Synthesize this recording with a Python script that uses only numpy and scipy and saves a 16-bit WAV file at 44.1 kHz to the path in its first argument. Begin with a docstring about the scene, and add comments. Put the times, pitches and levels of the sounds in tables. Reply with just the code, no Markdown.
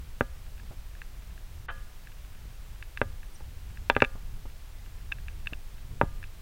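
"""Someone climbs carpeted stairs with a camera in the hand: hand rumble and microphone hiss throughout.
A first knock of a loose part on the shell at 0.2 s; then light ticks and soft thuds of feet and hand.
At 1.7 s the hiss dips briefly and a loose part clatters; a knock at 3.0 s, two squeaks at 3.3 s.
Knocks and ticks crowd around 4.0 s, ticks again from 5.1 s; a last knock and the strongest thud at 6.0 s.
Blows drive the decaying modes of shell and metal; the other sources are shaped noise, taps and pulses."""
import sys
import numpy as np
from scipy import signal
from scipy.fft import rfft, irfft
from scipy.io import wavfile
from scipy.ndimage import uniform_filter1d

SR = 44100
rng = np.random.default_rng(int(sys.argv[2]) if len(sys.argv) > 2 else 0)


def log_audio(samples):
    """Write samples as a 16-bit WAV file to the path given in sys.argv[1]."""
    # one column per channel
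    frames = np.atleast_2d(samples).T
    # limit to full scale, then quantise
    limited = np.clip(frames, -1, 1)
    pcm = np.round(limited * 32767).astype(np.int16)
    wavfile.write(sys.argv[1], SR, pcm)


N = 282681

# heavy blows on the shell: (time [s], force [dB], low edge [Hz], high for a light part,
# high edge [Hz], high for a hard contact, pitch of the striking part [Hz], its ring [dB], rebound delay [s])
KNOCK_EVENTS = [(0.2092, -0.5, 58.6, 1680, 520, -9, 0.00064), (3.0159, -1.5, 40, 1980, 1580, -35, 0.0019),
                (3.8995, 1.5, 300, 3280, 960, 3.5, 0.0012), (3.9653, -0.8, 60, 2100, 2490, -14, 0.00239),
                (4.022, 5.5, 112, 1680, 2370, 6.5, 0.0022), (6.0136, 1.6, 129, 1620, 930, 8, 0.0016)]
# light ticks of small loose parts: (time [s], force before gain [dB], pitch of the part [Hz])
TICK_EVENTS = [(0.5985, -28.5, 1750), (0.9515, -30.5, 1780), (1.0177, -16.5, 1940), (1.3777, -29.5, 1770),
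               (2.0718, -25, 1810), (2.826, -17, 2100), (2.9739, -11, 2080), (3.231, -25.5, 1880),
               (3.773, -23.5, 1960), (3.951, -19, 2470), (4.0037, -8, 2000), (4.02, -1.5, 2600),
               (4.0408, -11, 2280), (4.0473, -6, 2330), (5.118, -16, 1650), (5.1218, -9, 2590),
               (5.185, -27, 1890), (5.2833, -20, 2380), (5.4593, -26, 1880), (5.4714, -11, 2740),
               (5.5333, -16.5, 2770), (6.2284, -21, 1780), (6.2397, -22.5, 2390)]
# modes of the camera's shell: (frequency [Hz], level [dB], t60 [s])
SHELL_MODES = [(103, -17.5, 0.029), (245.7, -25, 0.069), (302, -27.5, 0.038), (414, -24.5, 0.042),
               (500, -17.5, 0.024), (566, -30, 0.071), (789, -31, 0.062), (907, -20, 0.013),
               (1200, -21, 0.021), (1430, -15, 0.013), (1590, -20, 0.028), (2018, -32.5, 0.057),
               (2334, -16.5, 0.012), (2596, -21, 0.022), (3484, -25.5, 0.033)]
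# modes of a metal part that rings on after a blow: (frequency [Hz], relative level [dB], t60 [s])
METAL_MODES = [(535, -6.5, 0.46), (680, -1, 0.16), (930, -12, 0.24), (1203, -4, 0.6), (1428, -10, 0.74),
               (1677, -3, 0.66), (1680, -4, .42), (1745, -10, 0.48), (3120, -7.5, 0.26)]


def amp(db):
    """Amplitude ratio of a level in dB."""
    return 10 ** (np.asarray(db) / 20)


def evened(x):
    """Scales to rms 1."""
    return x / np.sqrt(np.mean(x ** 2) + 1e-20)


def level(rows):
    """Gain over time from rows of (time [s], level [dB])."""
    return amp(np.interp(np.arange(N) / SR, *np.transpose(rows)))


def add(mix, start_s, sound):
    """Mixes a sound in at start_s, in place."""
    part = mix[round(start_s * SR):][:len(sound)]
    part += sound[:len(part)]


def colour(x, points):
    """Weights the spectrum of x by (frequency [Hz], level [dB]) points, at rms 1."""
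    hz, db = np.transpose(points)
    log_hz = np.log(np.fft.rfftfreq(len(x), 1 / SR) + 1)
    shape_db = np.interp(log_hz, np.log(hz), db)
    return evened(irfft(rfft(x) * amp(shape_db), len(x)))


def cut(x, hz, kind, order):
    """Butterworth low-pass or high-pass."""
    sos = signal.butter(order, min(hz, SR / 2 - 1), kind, fs=SR, output="sos")
    return signal.sosfilt(sos, x)


def resonate(x, hz, width_hz):
    """One resonance of peak gain 1."""
    b, a = signal.iirpeak(hz, hz / width_hz, fs=SR)
    return signal.lfilter(b, a, x)


def fade(t, t60):
    """Exponential decay, 60 dB down at t60."""
    return np.exp(-np.log(1000) * t / t60)


def ring(x, modes):
    """Drives a set of exponentially decaying modes with x."""
    t = np.arange(SR) / SR
    response = sum(amp(db) * fade(t, t60) * np.cos(2 * np.pi * hz * t) for hz, db, t60 in modes)
    return signal.fftconvolve(x, response)[:N]


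def scatter(x, t60, low_hz):
    """A dense, dying train of tiny repeats of x, without bass."""
    t = np.arange(SR // 2) / SR
    tail = cut(rng.standard_normal(len(t)), low_hz, "highpass", order=2) * fade(t, t60)
    return signal.fftconvolve(x, tail / np.linalg.norm(tail))[:N]


def push(db, low_hz, high_hz, part_hz, part_db, part_q=9, stiff_share=0.71):
    """Force of one contact: a push as short as the contact is hard, with the buzz of the striking part."""
    force = cut(signal.unit_impulse(SR // 10), low_hz, "highpass", order=2)
    force = cut(force, high_hz, "lowpass", order=3)
    force = cut(force, stiff_share * low_hz, "highpass", order=2)  # a light part hardly moves the low modes
    buzz = amp(part_db) * resonate(force, part_hz, part_hz / part_q)
    return -amp(db) * (force + buzz)


def hiss(rms_db=-56.5, split_hz=5600, bass_dip_db=-8, treble_dip_db=-23):
    """Steady noise of room and microphone; one brief dip, deepest in the treble, falls fast and recovers slowly."""
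    # spectrum: (frequency [Hz], relative density [dB per Hz])
    hiss_spectrum = [(60, 3.5), (300, -1.5), (700, -1.5), (1500, -3), (3000, -5), (5000, -8.5), (8000, -11),
                     (11000, -12.5), (16000, -11)]
    dip_start_s, fall_s, hold_s, recover_s = 1.661, 0.005, 0.014, 0.039
    noise = amp(rms_db) * colour(rng.standard_normal(N), hiss_spectrum)
    split = signal.butter(2, min(split_hz, SR / 2 - 1), fs=SR, output="sos")
    bass = signal.sosfiltfilt(split, noise)
    treble = noise - bass
    corners_s = np.cumsum([dip_start_s, fall_s, hold_s, recover_s])
    dip = np.interp(np.arange(N) / SR, corners_s, [0, 1, 1, 0])
    return bass * amp(bass_dip_db * dip) + treble * amp(treble_dip_db * dip)


def rumble(gain_db=1, steady_s=0.117):
    """Low shudder of the hand on the camera: coloured noise swelling with the movement."""
    # movement: (time [s], level before gain [dB])
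    hand_levels = [(0.0, -40.5), (1.66, -42.5), (1.82, -37.5), (1.87, -44.5), (2.84, -41.5), (2.95, -46),
                   (3.02, -36), (3.39, -43.5), (3.45, -38.5), (3.52, -41.5), (4.39, -36.5), (4.59, -43.5),
                   (5.43, -37.5), (5.8, -41.5), (6.12, -34.5), (6.41, -45.5)]
    # spectrum: (frequency [Hz], relative density [dB per Hz])
    rumble_spectrum = [(5, -14.5), (20, 4), (35, -2), (60, -6), (100, -14), (160, -24), (250, -34.5),
                       (500, -45), (1500, -82)]
    noise = colour(rng.standard_normal(N), rumble_spectrum)
    noise /= np.sqrt(uniform_filter1d(noise ** 2, round(steady_s * SR)))  # leaves the swells to the hand
    return amp(gain_db) * noise * level(hand_levels)


def fidgets(low_hz=1400, high_hz=3200, peak_db=-36, touches_per_s=3):
    """Very light touches of the loose parts on the shell at random moments, ringing its modes."""
    touches = amp(peak_db) * (rng.random(N) < touches_per_s / SR) * rng.uniform(.5, 1, N)
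    force = cut(cut(touches, low_hz, "highpass", order=3), high_hz, "lowpass", order=4)
    return ring(force, SHELL_MODES)


def squeaks(width_hz=350):
    """Short, thin whistles of something rubbing: noise through two equal resonances."""
    # faint squeaks: (time [s], length [s], pitch [Hz], rms level before the window [dB])
    squeak_events = [(3.324, 0.046, 8650, -61), (3.344, 0.029, 5800, -58.5)]
    out = np.zeros(N)
    for start_s, length_s, hz, db in squeak_events:
        noise = rng.standard_normal(round(length_s * SR))
        whistle = resonate(resonate(noise, hz, width_hz), hz, width_hz)
        add(out, start_s, amp(db) * evened(whistle) * np.hanning(len(noise)))
    return out


def thuds(push_db=-7, scuff_top_hz=900, padding=4, scuff_cycles=8.5):
    """Feet and hand: a padded push with no ring, and a puff of dull scuffing, longer for slow steps."""
    # soft thuds: (time [s], force [dB], body [Hz], scuff relative to force [dB])
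    thud_events = [(0.708, -23, 79, -21.5), (2.454, -26, 127, -44), (3.406, -34, 171, -10.5),
                   (4.153, -21, 139, -21.5), (4.4535, -30, 204, -11), (5.525, -16.5, 136, -23),
                   (6.034, -1.5, 113, -34.5)]
    out, t = np.zeros(N), np.arange(SR // 4) / SR
    for start_s, db, body_hz, scuff_db in thud_events:
        phase = 2 * np.pi * body_hz * t
        pulse = phase * (2 - phase) * np.exp(-phase)
        body = -amp(push_db) * cut(pulse, padding * body_hz, "lowpass", order=2)
        noise = evened(cut(rng.standard_normal(len(t)), scuff_top_hz, "lowpass", order=3))
        build_up = 1 - np.exp(-phase)
        scuff = noise * fade(t, scuff_cycles / body_hz) * build_up
        add(out, start_s, amp(db) * (body + amp(scuff_db) * scuff))
    return out


def clatter(taps_per_s=2500, metal_db=-13, tail_db=-15, top_hz=4200):
    """Tiny taps of a loose part swell, hold and die; at full height they strike the metal; a gritty tail follows."""
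    # spectrum: (frequency [Hz], relative density [dB per Hz])
    clatter_spectrum = [(150, -41), (300, -23), (520, -9.5), (800, -12), (980, 1.5), (1150, -5), (1650, -2),
                        (2300, -18), (3100, -14), (3800, -27), (5000, -42), (8000, -80)]
    start_s, rise_s, hold_s, release_t60_s = 1.684, 0.014, 0.0047, 0.054
    burst_db, start_db = -34.5, -2.5  # start_db relative to full height
    taps = rng.choice([-1, 1], N) * (rng.random(N) < taps_per_s / SR)
    t = np.arange(N) / SR - start_s
    swell = (t > 0) * amp(burst_db + start_db * np.clip(1 - t / rise_s, 0, 1))
    release = fade(np.maximum(t - rise_s - hold_s, 0), release_t60_s)
    burst = colour(taps, clatter_spectrum) * swell * release
    strike = amp(burst_db + metal_db) * signal.unit_impulse(N, round((start_s + rise_s) * SR))
    tail = amp(tail_db) * scatter(burst, t60=0.39, low_hz=1200)
    return cut(burst + ring(strike, METAL_MODES) + tail, top_hz, "lowpass", order=6)


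def snaps(t60=0.0079, low_hz=3800, high_hz=5800, gain_db=6):
    """Gritty treble where two hard edges meet: decaying noise, louder for strong and hard contacts."""
    # relative to force, before gain; a knock's snap grows with the hardness of the contact
    knock_snap_db, hard_hz, db_per_octave = -34, 3050, 38
    tick_snap_db = -32.5
    contacts = []
    for start_s, force_db, _, edge_hz, *_ in KNOCK_EVENTS:
        hardness_db = db_per_octave * np.log2(edge_hz / hard_hz)
        contacts.append((start_s, force_db + knock_snap_db + hardness_db))
    contacts += [(start_s, force_db + tick_snap_db) for start_s, force_db, _ in TICK_EVENTS]
    out, t = np.zeros(N), np.arange(SR // 20) / SR
    for start_s, db in contacts:
        add(out, start_s, amp(db) * rng.standard_normal(len(t)) * fade(t, t60))
    return amp(gain_db) * cut(cut(out, low_hz, "highpass", order=2), high_hz, "lowpass", order=3)


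def ticks(top_hz=4200, longest_t60=0.03, grit_db=-12, grit_t60=0.01):
    """A light part touches, rebounds once and grates; resting on the shell, it stops the longer modes."""
    low_hz, edge_ratio, part_ring_db, gain_db = 1610, 1.07, 3, -1.5  # high edge = edge_ratio * pitch
    rebound_s, rebound_db = 0.001085, -10
    force = np.zeros(N)
    for start_s, db, part_hz in TICK_EVENTS:
        tick = push(db + gain_db, low_hz, edge_ratio * part_hz, part_hz, part_ring_db)
        add(force, start_s, tick)
        add(force, start_s + rebound_s, amp(rebound_db) * tick)
    damped = [(hz, db, min(t60, longest_t60)) for hz, db, t60 in SHELL_MODES]
    shell = cut(ring(force, damped), top_hz, "lowpass", order=6)
    return shell + amp(grit_db) * scatter(shell, grit_t60, low_hz=500)


def knocks(top_hz=3900, chatter_db=-17, metal_db=-48, mount_hz=1150, rebound_db=-14):
    """Each blow rebounds once, rings the shell, chatters and rings the metal part through its soft mount."""
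    force = np.zeros(N)
    for start_s, db, low_hz, high_hz, part_hz, part_db, rebound_s in KNOCK_EVENTS:
        knock = push(db, low_hz, high_hz, part_hz, part_db)
        add(force, start_s, knock)
        add(force, start_s + rebound_s, amp(rebound_db) * knock)
    shell = cut(ring(force, SHELL_MODES), top_hz, "lowpass", order=6)  # the shell passes little treble
    chatter = amp(chatter_db) * scatter(shell, t60=0.085, low_hz=500)
    mounted = cut(force, mount_hz, "lowpass", order=2)
    metal = amp(metal_db) * ring(mounted, METAL_MODES)
    return shell + chatter + metal


def scene(stairwell_db=-32, echo_top_hz=2200):
    """Close sounds with a faint diffuse echo of the narrow stairwell, dulled by carpet; rumble and hiss stay dry."""
    close = fidgets() + squeaks() + thuds() + clatter() + snaps() + ticks() + knocks()
    echo = scatter(close, t60=0.36, low_hz=597)
    echo = amp(stairwell_db) * cut(echo, echo_top_hz, "lowpass", order=2)
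    return (close + echo + rumble() + hiss())[None]


def record(dry, ceiling=.93, edge_hz=15950):
    """Smooth saturation rounds off peaks near the ceiling; a linear-phase low-pass sets the band limit."""
    rounded = dry / (1 + (dry / ceiling) ** 8) ** (1 / 8)
    band_limit = signal.firwin(511, edge_hz, window=("kaiser", 9), fs=SR)
    return signal.oaconvolve(rounded, band_limit[None], "same")


dry = scene()
out = record(dry)
log_audio(out)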